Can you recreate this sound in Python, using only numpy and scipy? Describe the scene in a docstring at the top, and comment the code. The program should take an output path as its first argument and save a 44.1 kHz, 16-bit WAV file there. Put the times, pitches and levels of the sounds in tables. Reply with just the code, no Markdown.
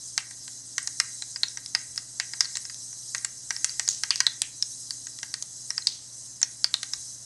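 """Small seeds fry in shallow hot oil in a kitchen, close to a phone microphone.
From the start, damped sines of bubbles and shaped noise make a dense fizz over hob hum, fan tones and room noise.
From 0.2 s to 6.9 s seeds pop: a collapsing cavity rings, noise snaps, the pan knocks, echoes and a room tail follow.
After some pops, from 0.2 s to 6.4 s, rough decaying noise hisses as steam or rushes lower with a pan-like ring.
Soft low bumps of the hand, a few damped cycles each, come at 1.9, 3.6 and 7.0 s."""
import sys
import numpy as np
from scipy import signal
from scipy.fft import rfft, irfft, next_fast_len
from scipy.io import wavfile
from scipy.ndimage import uniform_filter1d, minimum_filter1d, map_coordinates

SR = 44100
rng = np.random.default_rng(int(sys.argv[2]) if len(sys.argv) > 2 else 0)


def to_linear_factor(level_db):
    """Convert decibel levels (scalar or array-like) to linear amplitude factors."""
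    exponent = np.asarray(level_db, float) / 20
    return 10 ** exponent


def int16_out(signal):
    """Quantize to a 16-bit WAV file."""
    q = np.round(np.clip(np.atleast_2d(signal).T, -1, 1) * 32767)
    wavfile.write(sys.argv[1], SR, q.astype(np.int16))


N = 319712  # length in samples


def unit(x):
    """Normalisation: the signal divided by its root mean square."""
    return x / np.sqrt(np.mean(x ** 2) + 1e-20)


def along(points, hz):
    """Interpolation on a logarithmic frequency axis between (f/Hz, value) points."""
    f, value = np.transpose(points)
    return np.interp(np.log(hz + 1), np.log(f + 1), value)


def coloured(x, spectrum):
    """Linear filtering: the spectrum of x times a (f/Hz, level/dB) response, scaled to rms 1."""
    size = next_fast_len(len(x) + SR // 10)
    response = to_linear_factor(along(spectrum, np.fft.rfftfreq(size, 1 / SR)))
    return unit(irfft(rfft(x, size) * response, size)[:len(x)])


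def wobble(rate):
    """Band-limited fluctuation: a spline through random knots, rate of them a second."""
    knots = rng.standard_normal(int(N * rate / SR) + 4)
    return map_coordinates(knots, [np.arange(N) * rate / SR])


def add(track, s, sound):
    """Superposition: the sound is summed into the track from second s."""
    part = track[round(s * SR):][:len(sound)]
    part += sound[:len(part)]


def bubbles(per_s, cycles, spread_db, centre_hz, octaves):
    """Shot noise: damped sines at random moments, their levels in dB exponentially distributed."""
    draw = rng.random((round(per_s * N / SR), 3))
    moment, place, chance = draw[:, :1], draw[:, 1:2], draw[:, 2:]
    pitch = np.clip(centre_hz * 2 ** (octaves * (2 * place - 1)), 1, SR / 2)
    sample = np.arange(96)
    turns = pitch * sample / SR
    size = to_linear_factor(-spread_db * np.log(1 - chance))  # a few are much larger than the rest
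    grains = size * np.exp(-turns / cycles) * np.sin(2 * np.pi * turns)
    at = (moment * N).astype(int) + sample
    return unit(np.bincount(at.ravel(), grains.ravel(), N + 96)[:N])


def patchy(x, depth_db):
    """Random modulation: small regions of time and pitch swell and fade on their own."""
    z = signal.stft(x, nperseg=256)[2]
    field = uniform_filter1d(rng.standard_normal(z.shape), size=4, axis=0)  # over frequency
    field = uniform_filter1d(field, size=9, axis=1)  # over time
    return unit(signal.istft(z * to_linear_factor(depth_db * unit(field)), nperseg=256)[1][:len(x)])


def sizzle():
    """Dense bubble bursts: impulsive near ones merge with the Gaussian hiss of many far ones."""
    # fizz of the oil: t/s, level/dB before flutter
    levels = [(0.0, -42.5), (0.99, -41), (2.2, -42), (2.48, -40), (3.29, -42), (4.078, -40.5), (4.44, -43),
              (5.23, -40), (5.43, -42.5), (6.9, -42), (7.25, -43.5)]
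    # spectral density of bursting bubbles: f/Hz, relative level/dB per Hz
    fizz_spectrum = [(2400, -51), (3300, -23.5), (3800, -21.5), (4000, -7.5), (4250, -17), (4800, -9),
                     (5550, -5), (5800, -4), (6400, 0), (7050, -7), (8000, -3.5), (9400, -10.5),
                     (11550, -21.5), (11800, -44)]
    s, level_db = np.transpose(levels)
    near = bubbles(per_s=3000, cycles=6.5, spread_db=2, centre_hz=6500, octaves=0.837)
    spectrum = rfft(near)
    smooth_power = uniform_filter1d(np.abs(spectrum) ** 2, size=2000)
    whitened = irfft(spectrum / np.sqrt(smooth_power), N)
    far = rng.standard_normal(N)
    fizz = coloured(0.4 * unit(whitened) + 1.2 * far, fizz_spectrum)
    # the boiling flutters, slowly and fast
    flutter_db = 1.0 * wobble(3.995) + 0.84 * wobble(7.8) + 0.61 * wobble(60)
    gain = to_linear_factor(np.interp(np.arange(N) / SR, s, level_db) + flutter_db)
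    return gain * patchy(fizz, depth_db=2.0)


def puff(t, spectrum, t60):
    """Exponential decay of coloured noise; its energy is set by its envelope, not by chance."""
    shape = to_linear_factor(-60 * t / t60)
    burst = shape * coloured(rng.standard_normal(len(t)), spectrum)
    return burst * np.linalg.norm(shape) / np.linalg.norm(burst)


def tail(t):
    """Diffuse reverberation: fresh noise of energy 1, each frequency decaying at its own rate."""
    # kitchen reverberation: f/Hz, t60/s
    room_decay = [(500, 0.18), (2000, 0.42), (5000, 0.16), (11000, 0.092)]
    hz, frames, z = signal.stft(rng.standard_normal(len(t)), SR, nperseg=128)
    decay = to_linear_factor(-60 * frames / along(room_decay, hz)[:, None])
    answer = signal.istft(z * decay, SR, nperseg=128)[1][:len(t)]
    answer = answer * (t > .006)  # silent for the first 6 ms
    return answer / np.linalg.norm(answer)


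def wall_echoes():
    """Specular reflection: the direct sound, then delayed copies of random sign."""
    # echoes from the pan wall and the hob, before random spread: delay/s, level/dB
    echoes = [(.0017, -11), (.0026, -20.5), (.0037, -14.5), (.0048, -29), (.0058, -24), (.0075, -29)]
    wall = np.zeros(SR // 50)
    wall[0] = 1
    for delay, echo_db in echoes:
        at = round(delay * rng.uniform(.85, 1.15) * SR)  # every seed lies at another spot
        wall[at] = to_linear_factor(echo_db + rng.normal(0, 2)) * rng.choice([-1, 1])
    return wall


def pan_knock(t):
    """Modal excitation: damped pan modes and a noisy thud rise together after the impact."""
    # low modes of the pan, before random spread: f/Hz, level/dB, t60/s
    pan_modes = [(663, -18, 0.0056), (846, -13.5, 0.012), (1175, -14, 0.021), (1446, -6.5, 0.0063),
                 (1620, -1, 0.019), (1890, 2.5, 0.017), (2013, -8.5, 0.02), (2498, -14, 0.023),
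                 (2785, -14, 0.031), (3060, -12, 0.016)]
    # dull thud of the oil on the pan floor: f/Hz, relative level/dB per Hz
    thud_spectrum = [(350, -56), (600, -17.5), (900, -3.5), (1700, -2), (2200, -1.5), (3300, -9),
                     (5000, -0.5), (20000, -71)]
    rise_s, thud_t60_s, thud_db = 0.00098, 0.037, -6.5
    modes = np.zeros(len(t))
    for hz, level_db, t60 in pan_modes:
        modes += to_linear_factor(level_db + rng.normal(0, 0.99) - 60 * t / t60) * np.sin(2 * np.pi * hz * t)
    thud = to_linear_factor(thud_db) * puff(t, thud_spectrum, thud_t60_s)
    return (1 - np.exp(-t / rise_s)) * (modes + thud)


def pops():
    """Cavity collapse: a short ring and a broad snap, the pan's knock, echoes and the room."""
    # seeds bursting: t/s, nominal level/dB, cavity f/Hz,
    # pan knock/dB and snap/dB, both relative to the nominal level
    bursts = [(0.178, -12, 6280, -6, 10), (0.3094, -36, 6350, -3, 9.5), (0.479, -32, 7360, -5, 9),
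              (0.7808, -16, 5930, -3.5, 8), (0.829, -21, 8640, -31, -16), (0.8739, -7.5, 6700, -23, -1.5),
              (1.0, -10.5, 5530, -5.5, 5.5), (1.2219, -23, 4070, -9, 5), (1.3598, -17, 4940, -14.5, -12),
              (1.433, -4, 4130, -18, -10.5), (1.483, -23, 5760, -39, -2), (1.5725, -19, 6050, -10.5, -4),
              (1.6606, -30, 5300, -16, 11), (1.7494, -3.5, 5000, -11.5, -5), (1.9594, -29.5, 6900, -18, 7),
              (1.9772, -13.5, 5230, -17.5, -5), (2.1987, -15, 4780, -2.5, 7), (2.335, -21.5, 5020, -7.5, 3),
              (2.4069, -6, 5100, -14, 5.5), (2.4456, -25.5, 4530, -12, -4), (2.455, -20, 4400, -17.5, -16),
              (2.5539, -24, 4060, -10, 4), (2.5698, -18, 7430, -13.5, 3), (2.652, -26, 5400, -13, -3),
              (2.6973, -28.5, 4830, -6, 2), (2.7441, -29, 6230, -27, 5), (2.9282, -29, 5860, -17.5, -15),
              (3.1478, -11.5, 6900, -9, -0.5), (3.181, -18.5, 6370, -29.5, -3),
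              (3.2471, -7.5, 7520, -18, -3), (3.5063, -12.5, 5850, -6.5, -1), (3.564, -18, 5400, -16, -6),
              (3.6443, -5.5, 6880, -19.5, 3), (3.6942, -20.5, 4780, -22, -7),
              (3.7956, -18, 5900, -2.5, 9.5), (3.8776, -18.5, 5140, -12, 5), (3.8882, 0.5, 6570, -43, -9),
              (3.8995, -24, 6450, -31, -1), (4.0352, -11, 5440, -10, 0.5), (4.106, -4.5, 4730, -14.5, -3.5),
              (4.158, -15, 4850, -20.5, 0), (4.2039, -8, 5070, -5.5, 6.5), (4.2667, -0.5, 4010, -20, -5.5),
              (4.4182, -10.5, 7080, -17, 8), (4.625, -3, 5400, -36, -5), (4.907, -19, 4720, -18.5, 3),
              (5.0691, -20, 6570, -16.5, -7.5), (5.1879, -34.5, 6300, -7.5, 10.5),
              (5.23, -21.5, 5760, -5, 1.5), (5.34, -20.5, 4700, -6.5, 8.5), (5.424, -20, 6500, -32, 3),
              (5.7047, -11, 5550, -17, -7), (5.7793, -7.5, 5050, -18.5, -9.5),
              (5.822, -31.5, 4160, -28, -11), (5.8705, -4, 4710, -29.5, 0), (6.4155, -14.5, 7170, -20, -12),
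              (6.4294, 3.5, 5920, -26, -11), (6.6432, -3.5, 4750, -21.5, -2), (6.7408, -6.5, 3870, -17, -3),
              (6.8307, -24, 3920, -4, 15), (6.935, -16.5, 5100, -15.5, 4.5)]
    # broad snap of a burst: f/Hz, relative level/dB per Hz
    snap_spectrum = [(400, -73), (800, -15), (2500, -14), (4000, 3), (6500, 5.5), (9500, -3.5),
                     (11500, -15.5), (12500, -49), (20000, -60)]
    rise_s, snap_t60_s = 0.00039, 0.0053
    room_db = -17  # relative to the near sound
    # a cavity lives longer the larger (lower) it is; a violent burst tears it sooner
    cavity_s, cavity_hz = 0.0011, 5000  # life of a 0 dB burst at that pitch
    longer_when_low, torn_per_db = 0.73, 0.0326  # exponents of the two effects

    out, t = np.zeros(N), np.arange(SR // 3) / SR
    rise = 1 - np.exp(-(t / rise_s) ** 2)
    for s, db, hz, knock_db, snap_db in bursts:
        life = cavity_s * (cavity_hz / hz) ** longer_when_low * np.exp(-torn_per_db * db)
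        # holds a few cycles, then collapses
        cavity = np.exp(-(t / life) ** 2.5) * np.sin(2 * np.pi * hz * t)
        snap = to_linear_factor(snap_db) * puff(t, snap_spectrum, snap_t60_s)
        echoed = signal.fftconvolve(rise * (cavity + snap), wall_echoes())[:len(t)]
        near = echoed + to_linear_factor(knock_db) * pan_knock(t)
        room = signal.fftconvolve(near, tail(t))[:len(t)]
        add(out, s, to_linear_factor(db) * (near + to_linear_factor(room_db) * room))
    return out


def pop_rushes():
    """Decaying band noise with a random envelope: a steam hiss, or a lower, pan-like ringing rush."""
    # decaying noise after a pop, hissing steam near 5-6.5 kHz or a lower, pan-like ringing rush
    # near 2.7 kHz: t/s, starting level/dB before roughness, centre f/Hz, t60/s
    rushes = [(1.981, -39, 5500, 0.15), (2.411, -38, 5500, 0.44), (2.555, -31.5, 5930, 0.072),
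              (3.899, -29.5, 6300, 0.44), (0.181, -38, 2680, 0.15), (2.202, -41, 2660, 0.15),
              (4.111, -30, 2750, 0.17), (4.158, -37, 5400, 0.25), (4.427, -42.5, 2580, 0.26),
              (5.874, -35.5, 4950, 0.51), (6.417, -33, 6500, 0.03)]
    out, t = np.zeros(N), np.arange(SR // 2) / SR
    roughness = to_linear_factor(1.9 * wobble(250))
    for s, db, hz, t60 in rushes:
        band = [(hz * 0.31, -32), (hz * 0.82, -6), (hz, 0), (hz * 1.25, -7), (hz * 2.1, -40)]
        noise = coloured(rng.standard_normal(len(t)), band)
        add(out, s, to_linear_factor(db - 60 * t / t60) * noise)
    return out * roughness


def handling():
    """Damped oscillation: each bump of the hand holding the phone is a few soft low cycles."""
    # soft bumps: t/s, level/dB, f/Hz
    bumps = [(1.88, -59, 80), (3.602, -67, 307), (6.97, -60, 69.5)]
    out, t = np.zeros(N), np.arange(SR // 10) / SR
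    for s, db, hz in bumps:
        envelope = (t / 0.014) * np.exp(1 - t / 0.016)
        add(out, s, to_linear_factor(db) * envelope * np.sin(2 * np.pi * hz * t))
    return out


def hob_hum(t):
    """Additive synthesis: partials of the hob, wavering slightly in level and phase."""
    # hum of the hob, before wavering: f/Hz, rms level/dB
    partials = [(118.4, -61.5), (148, -76), (199, -82), (240, -90), (296, -79)]
    hum = np.zeros(N)
    for hz, db in partials:
        hum += to_linear_factor(db + 0.71 * wobble(8)) * np.sin(2 * np.pi * hz * t + .15 * wobble(7.4))
    return np.sqrt(2) * hum  # peak of a sine over its rms


def hob_fan(t):
    """Harmonic series: orders of one turning rate share its phase drift but waver in level alone."""
    # cooling fan of the hob, before wavering: order of the turning rate: rms level/dB
    orders = {1: -79, 2: -80.5, 3: -71, 4: -76.5, 5: -81.5, 6: -73, 8: -86.5}
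    fan_hz = 44.5
    turn = 2 * np.pi * fan_hz * t + 0.11 * wobble(2.74)
    fan = np.zeros(N)
    for order, db in orders.items():
        phase = rng.uniform(0, 2 * np.pi)
        fan += to_linear_factor(db + 2.4 * wobble(2.8)) * np.sin(order * turn + phase)
    return np.sqrt(2) * fan


def kitchen():
    """Background superposition: filtered room noise under the tones of the hob and its fan."""
    # kitchen background: f/Hz, relative level/dB per Hz
    room_spectrum = [(25, -44), (40, 0.5), (110, -2), (300, -1), (420, -8), (600, -6), (1300, -11),
                     (1600, -10), (1950, -8.5), (2300, -18), (3000, -12), (3900, -39), (6600, -120)]
    noise_db = -63  # rms
    t = np.arange(N) / SR
    noise = to_linear_factor(noise_db) * coloured(rng.standard_normal(N), room_spectrum)
    return hob_hum(t) + hob_fan(t) + noise


def scene():
    """Linear superposition: all sources add at one microphone."""
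    return (sizzle() + pops() + pop_rushes() + handling() + kitchen())[None]


def top_cut(x):
    """Nothing passes above the cut-off."""
    return signal.sosfilt(signal.butter(12, 12710, fs=SR, output="sos"), x)


def record(dry):
    """Band limiting and peak limiting: little stays above 12 kHz, and the loudest pops are held down."""
    # the phone's pass band: f/Hz, gain/dB
    pass_band = [(20, -20), (40, 0), (12000, 0), (12600, -30), (16000, -45)]
    heard = irfft(rfft(dry) * to_linear_factor(along(pass_band, np.fft.rfftfreq(N, 1 / SR))), N)
    needed = np.minimum(1, .88 / (np.abs(heard) + 1e-9))  # ceiling 0.88 of full scale
    # the gain dips just ahead of a peak; windows in samples
    gain = uniform_filter1d(minimum_filter1d(needed, size=25), size=23)
    return top_cut(heard * gain)


dry = scene()
out = record(dry)
int16_out(out)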